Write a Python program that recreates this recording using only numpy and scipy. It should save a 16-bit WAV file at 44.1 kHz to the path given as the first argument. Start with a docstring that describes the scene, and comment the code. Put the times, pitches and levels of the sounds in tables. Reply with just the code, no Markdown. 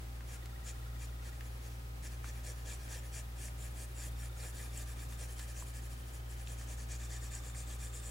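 """A pencil shades a drawing, close to the microphone on a desk in a small room.
Each stroke is pulled across the paper, then the lead glides back: at first the way back is all but
silent, by the end the pencil rubs evenly to and fro. The lead catches on the tooth of the paper,
pencil and sheet ring, and the desk reflects the scratch; now and then the tip knocks or snags.
Under it lie room hiss, a low electrical hum and faint electronic pips from the camera."""
import sys
import numpy as np
from scipy import signal
from scipy.fft import rfft, irfft
from scipy.io import wavfile
from scipy.ndimage import uniform_filter1d

SR = 44100
rng = np.random.default_rng(int(sys.argv[2]) if len(sys.argv) > 2 else 0)


def wav_out(sig):
    """Save sig, one row per channel (or a flat mono array), as 16-bit PCM at SR to the path in sys.argv[1]."""
    wavfile.write(sys.argv[1], SR, np.round(np.clip(np.atleast_2d(sig).T, -1, 1) * 32767).astype(np.int16))


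N = 357210
TIME, FREQ = np.arange(N) / SR, np.fft.rfftfreq(N, 1 / SR)


def amp(db):
    """Decibels to gain."""
    return 10 ** (np.asarray(db) / 20)


def unit_rms(x):
    """Scales to an rms of 1."""
    return x / np.sqrt(np.mean(x ** 2) + 1e-20)


def curve_at(points, hz):
    """Interpolates rows of frequency and value on a log-frequency axis."""
    point_hz, value = np.transpose(points)
    return np.interp(np.log(hz + 1), np.log(point_hz + 1), value)


def add(mix, s, sound):
    """Adds a sound to the mix at s seconds."""
    part = mix[..., max(round(s * SR), 0):][..., :sound.shape[-1]]
    part += sound[..., :part.shape[-1]]


def wander(hz):
    """A random drift of rms 1, mostly slower than hz."""
    return unit_rms(irfft(rfft(rng.standard_normal(N)) / (1 + (FREQ / hz) ** 4), N))


def panned(db):
    """Left and right gains, the left louder by db."""
    return amp(np.array([[.5], [-.5]]) * db)


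def stereo_pair(spectra, likeness):
    """Turns two unrelated spectra into left and right of the given likeness."""
    same = np.clip(curve_at(likeness, FREQ), -1, 1)
    mid, side = np.sqrt((1 + same) / 2) * spectra[0], np.sqrt((1 - same) / 2) * spectra[1]
    return np.array([mid + side, mid - side])


def hiss(level_db=-54.0, flutter_db=.5):
    """Steady noise of room and microphone, alike on both sides in the bass."""
    # The colour of the hiss. Each row: frequency in Hz, relative level in dB.
    colour = [(20, 1), (45, 3.5), (75, 1), (100, 6), (140, 7.5), (190, -4), (250, .5), (330, -0.5),
              (700, -4), (1500, -6), (3000, -11.5), (6000, -16), (15500, -21)]
    # Each row: frequency in Hz, likeness of left and right from -1 to 1.
    likeness = [(100, 1), (200, 0.74), (400, 0.024), (1200, -0.56), (3000, -0.14), (6000, 0.2),
                (12000, 0.99)]
    spectra = stereo_pair(rfft(rng.standard_normal((2, N))), likeness) * amp(curve_at(colour, FREQ))
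    return amp(level_db + flutter_db * wander(24)) * unit_rms(irfft(spectra, N)) * panned(0.44)


def hum(hum_hz=58.75, drone_hz=74.4, drone_db=-62.5, waver_db=0.72, drift_rad=0.054, swell_db=1):
    """A low electrical hum grows a little and beats with a faint drone; thin whines sit above it."""
    # The hum's harmonics from the first up, each a level in dB before waver and swell.
    harmonics = [-43.5, -51.5, -73.5, -70, -76]
    # Steady whines of the electronics. Each row: frequency in Hz, level in dB.
    whines = [(360.5, -75.5), (537, -76), (780.4, -73.5), (839, -83), (1259, -74.5), (2514, -87),
              (3581, -106), (15735, -79)]
    phase = 2 * np.pi * hum_hz * TIME + drift_rad * wander(1.0)
    low = sum(amp(db) * np.cos(k * phase) for k, db in enumerate(harmonics, 1))
    low *= amp(waver_db * wander(2.8) + swell_db * (TIME / TIME[-1] - 1.5))
    low += amp(drone_db) * np.sin(2 * np.pi * drone_hz * TIME + wander(2.8))
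    thin = sum(amp(db) * np.sin(2 * np.pi * hz * TIME + .5 * wander(3.9)) for hz, db in whines)
    return np.sqrt(2) * (low * panned(0.47) + thin)


def camera_pips(frames_per_s=30, length_s=.02, uneven_db=3, detune=0.0069):
    """The camera's electronics pip faintly in step with its frames, each pip a little off in pitch."""
    # Each row: start and end in seconds, pitch in Hz, typical peak in dB, pips per second.
    trains = [(.23, .37, 1390, -57, 7.5), (0.467, .94, 1377, -58, 15), (1.094, 1.32, 1400, -58, 15),
              (0.43, 1.04, 1913, -59, 15), (1.13, 1.33, 1910, -57, 15), (0.329, 1.38, 3605, -66.5, 30),
              (2.325, 3.4, 3400, -65.5, 15), (3.997, 5.24, 3600, -64, 30), (4.235, 4.45, 1397, -57, 15),
              (4.569, 5.2, 1200, -61.5, 30), (5.3, 6.74, 3085, -63.5, 30), (7.004, 8.1, 3582, -60.5, 30),
              (7.005, 8.1, 1193, -61.5, 30)]
    out, t = np.zeros((2, N)), TIME[:round(length_s * SR)]
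    for start, end, hz, db, per_s in trains:
        times = np.arange(start, end, max(round(frames_per_s / per_s), 1) / frames_per_s)
        for s, (size, skew, pitch) in zip(times, rng.random((64, 3))):
            cycles = hz * (s + t + detune * (2 * pitch - 1) * (t - length_s / 2))
            stereo_shift = np.array([[0], [(skew - .5) / 2]])
            pip = np.sin(2 * np.pi * (cycles + stereo_shift)) * np.hanning(len(t))
            add(out, s - length_s / 2, amp(db + uneven_db * (2 * size - 1)) * pip)
    return out


def room(x, t60=0.25, dull_hz=7000, gap_s=.006):
    """The walls of the small room return a short, diffuse, slightly dull tail."""
    t = TIME[:SR // 2]
    tail = rng.standard_normal((2, len(t))) * 1000 ** (-t / t60) * (t > gap_s)
    wet = signal.fftconvolve(x, tail / np.linalg.norm(tail[0]), axes=1)[:, :N]
    return irfft(rfft(wet) / np.hypot(1, FREQ / dull_hz), N)


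def tap(hz, octaves, t60, rise_s=0.0001):
    """One jolt of the tip: a dying band of noise, peak 1; the brighter, the more alike on both sides."""
    t = TIME[:4096]
    octaves_off = np.log2((np.fft.rfftfreq(len(t), 1 / SR) + 1) / hz)
    band = 1 / (1 + (octaves_off / octaves) ** 2)
    noise = rng.standard_normal((2, len(t))) + (1 + (hz / 3500) ** 2) * rng.standard_normal(len(t))
    burst = irfft(rfft(noise) * band) * 1000 ** (-t / t60) * (1 - np.exp(-t / rise_s))
    return burst / abs(burst).max()


def knocks_and_snags():
    """The tip knocks the sheet on the desk, or snags in mid-stroke and sets the pencil ringing."""
    # Each row: time in seconds, peak in dB before panning, centre in Hz, half-width in octaves.
    knocks = [(.207, -42.5, 1630, 0.64), (.457, -40, 2300, 1.9), (1.408, -38, 1700, 0.88),
              (2.243, -37.5, 1330, .7), (2.878, -44.5, 1610, .7), (3.484, -42.5, 2320, 0.36),
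              (5.124, -43, 1720, .8), (5.394, -35.5, 1500, 2), (5.624, -42, 930, .4),
              (6.472, -41.5, 3040, .4), (6.613, -44, 1690, .4), (7.498, -46, 1300, 1.1),
              (7.548, -45, 1880, 0.45)]
    # Each row: time in seconds, peak in dB before panning.
    snags = [(2.733, -42), (3.454, -40.5), (4.774, -37), (6.918, -42), (7.350, -35)]
    out = np.zeros((2, N))
    for s, db, hz, octaves in knocks:
        add(out, s, amp(db) * panned(1.5) * tap(hz, octaves, t60=.028))
    for s, db in snags:
        add(out, s, amp(db) * panned(1) * tap(hz=7300, octaves=.16, t60=.036))
    return out


def fibre_slips(per_s=6000, spread_db=1.5):
    """Tiny slips of the lead over paper fibres, a few larger, over an equally strong smooth rub."""
    sizes = amp(spread_db * np.minimum(rng.exponential(1, N), 4.5))
    slips = sizes * (rng.random(N) < per_s / SR)
    return unit_rms(slips * rng.standard_normal((2, N))) + rng.standard_normal((2, N))


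def rolling_tip(x, patch_db=2.5, patch_frames=20, patch_bins=7):
    """The contact point rolls on the lead, so the colour drifts in patches of time and pitch."""
    spectra = signal.stft(x, nperseg=512, noverlap=448)[2]
    patches = uniform_filter1d(rng.standard_normal(spectra.shape[1:]), patch_frames, axis=1)
    patches = unit_rms(uniform_filter1d(patches, patch_bins, axis=0))
    return signal.istft(spectra * amp(patch_db * patches), nperseg=512, noverlap=448)[1][:, :N]


def rubbing():
    """Lead drawn steadily over paper: fibre slips ring sheet and pencil and echo off the desk."""
    # The broad colour of lead on paper. Each row: frequency in Hz, relative level in dB.
    rasp = [(150, -30.5), (500, -1.5), (1000, -10), (1400, -18), (3200, -9), (4200, -11.5), (5600, -8),
            (9200, -7), (11000, -10), (12000, -15), (15500, -16)]
    # Resonances of sheet and pencil. Each row: centre in Hz, width in Hz, lift in dB.
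    resonances = [(1703, 550, 15), (2380, 230, 11), (4500, 140, 9), (5880, 45, 4), (6360, 48, 0),
                  (7220, 630, 9), (7400, 48, -12), (7900, 99, -0.5), (7870, 66, 5), (8530, 360, 3),
                  (10160, 480, 5), (14000, 400, 0)]
    # Reflections from desk, hand and camera. Each row: delay in seconds, signed gain.
    echoes = [(.001338, -.2), (.002041, -.16), (.002698, -.14), (.007755, -.18), (.008186, .27)]
    # Each row: frequency in Hz, likeness of left and right from -1 to 1.
    likeness = [(500, 1), (1200, -0.057), (1800, 1), (3000, 0.78), (5000, 0.93), (8000, 0.94), (14000, 1)]
    # The balance at the microphone. Each row: frequency in Hz, left over right in dB.
    balance = [(1000, -0.5), (2000, 2.5), (4000, 0.5), (7000, 2), (8500, 0.5), (12000, 0)]
    slips = stereo_pair(rfft(fibre_slips()), likeness)
    ring_db = sum(db / (1 + (2 * (FREQ - hz) / width) ** 2) for hz, width, db in resonances)
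    colour_db = curve_at(rasp, FREQ) + ring_db
    # minimum phase: the ringing follows each slip
    log_gain = np.log(amp(np.r_[colour_db, colour_db[-2:0:-1]]))
    body = np.exp(np.conj(signal.hilbert(log_gain)))[:len(FREQ)]
    reflections = 1 + sum(gain * np.exp(-2j * np.pi * FREQ * s) for s, gain in echoes)
    at_microphone = slips * body * reflections * panned(curve_at(balance, FREQ))
    return unit_rms(rolling_tip(irfft(at_microphone, N)))


def lead_pass(rub, s, length_s, db, lean_db, firm_db=-52.5, edge_hz=9400, edge_db=1.9, edge_rise_db=4):
    """One pass swells and fades; the light touch at its ends, most as it lifts, leaves a fine edge."""
    # The colour drifts as the lead wears and turns.
    # Each row: time in seconds, then lifts in dB of the sheet's body, coarse rasp and fine treble.
    wear = [(0, 1, 2, -5.5), (2.9, 1.5, 5, -2), (3.7, -2, -1, -1.5), (4.7, 1.5, 2, 0), (5.4, -1.5, 2.5, -2),
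            (6.2, -3.5, 0, -2.5), (6.9, -1.5, 4, -7), (8.1, -5.5, -6, -5.5)]
    progress = np.linspace(0, 1, round(length_s * SR))
    hz = np.fft.rfftfreq(len(progress), 1 / SR)
    pressure = abs(np.sin(np.pi * progress))
    times, *bands = np.transpose(wear)
    body_db, rasp_db, treble_db = (np.interp(s, times, band) for band in bands)
    # a lighter touch rings the pencil less, so the bands either side of its ring stand out
    lighter_db = firm_db - db
    colour = [(4000, body_db + 0.27 * lighter_db), (6200, rasp_db + 0.17 * lighter_db),
              (7200, 0), (8300, 0), (10300, treble_db + 0.52 * lighter_db)]
    spectra = rfft(rub[:, round(s * SR):][:, :len(progress)]) * amp(curve_at(colour, hz))
    below_edge = 1 / (1 + (hz / edge_hz) ** 20)
    body = irfft(spectra * below_edge, len(progress)) * pressure ** 0.83
    edge = irfft(spectra * (1 - below_edge), len(progress)) * pressure ** 0.7
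    edge *= amp(edge_db + edge_rise_db * (progress - .5))
    return (body + edge) * amp(db + lean_db * (progress - .5))


def shading(gain_db=.5, back_ratio=1.07, back_lean_db=-1.6, shortest_s=.02):
    """Every stroke is a pull and then a glide back, cut short if the next stroke comes first."""
    # Each row: start and length of the pull in seconds, base levels of pull and way back in dB.
    strokes = [(0.253, 0.12, -55.5, -85), (0.632, 0.09, -51, -83), (0.979, 0.088, -56, -83),
               (1.219, 0.088, -56.5, -70), (1.415, 0.077, -64, -72), (1.612, 0.079, -58.5, -66),
               (2.018, 0.074, -53, -63), (2.228, 0.092, -53.5, -64.5), (2.429, 0.11, -50, -64.5),
               (2.646, 0.13, -50, -61), (2.88, 0.13, -49.5, -63), (3.112, 0.11, -49, -82),
               (3.35, 0.152, -50, -75), (3.566, 0.13, -54.0, -65), (3.734, 0.13, -51, -68),
               (3.939, 0.16, -49, -70), (4.151, 0.141, -55.5, -77), (4.351, 0.17, -51, -53),
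               (4.7, 0.15, -52.5, -56.5), (4.952, 0.12, -56, -58.5), (5.171, 0.1, -49.5, -55.5),
               (5.357, 0.11, -51.5, -55), (5.538, 0.114, -50.5, -56.5), (5.726, 0.086, -54, -58.5),
               (5.886, 0.073, -57.5, -63), (6.05, 0.069, -61, -55.5), (6.275, 0.085, -58, -57.5),
               (6.452, 0.11, -53.5, -53.5), (6.662, 0.097, -51, -53.5), (6.881, 0.1, -49.0, -53),
               (7.088, 0.11, -48.5, -51), (7.302, 0.11, -48, -53), (7.538, 0.118, -48.5, -50),
               (7.78, 0.14, -49.5, -46), (8.014, 0.14, -49, -63)]
    # Where the hand puts its weight. Each row: time in seconds, rise over one pull in dB.
    lean = [(0, 17), (2.3, -0.5), (2.9, -5.5), (3.3, 8.5), (4.7, 5.5), (5.4, -3), (6.3, 4), (6.9, -1),
            (8.1, -13)]
    rub = np.pad(rubbing(), ((0, 0), (0, SR)), "reflect")
    out = np.zeros((2, N))
    next_starts = [row[0] for row in strokes[1:]] + [np.inf]
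    for (s, pull_s, pull_db, back_db), next_s in zip(strokes, next_starts):
        lean_db = np.interp(s, *np.transpose(lean))
        add(out, s, lead_pass(rub, s, pull_s, pull_db, lean_db))
        turn_s = s + pull_s
        back_s = max(min(back_ratio * pull_s, next_s - turn_s), shortest_s)
        add(out, turn_s, lead_pass(rub, turn_s, back_s, back_db, back_lean_db))
    return amp(gain_db) * out


def scene(room_db=-9):
    """The pencil close to the microphone, over the sounds of room and camera."""
    pencil = shading() + knocks_and_snags()
    return pencil + amp(room_db) * room(pencil) + hum() + camera_pips() + hiss()


def record(dry, cutoff_hz=15850):
    """The recorder cuts off the highest treble steeply."""
    lowpass = signal.firwin(1023, cutoff_hz, window=("kaiser", 9), fs=SR)
    return signal.oaconvolve(dry, lowpass[None], "same")


dry = scene()
out = record(dry)
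wav_out(out)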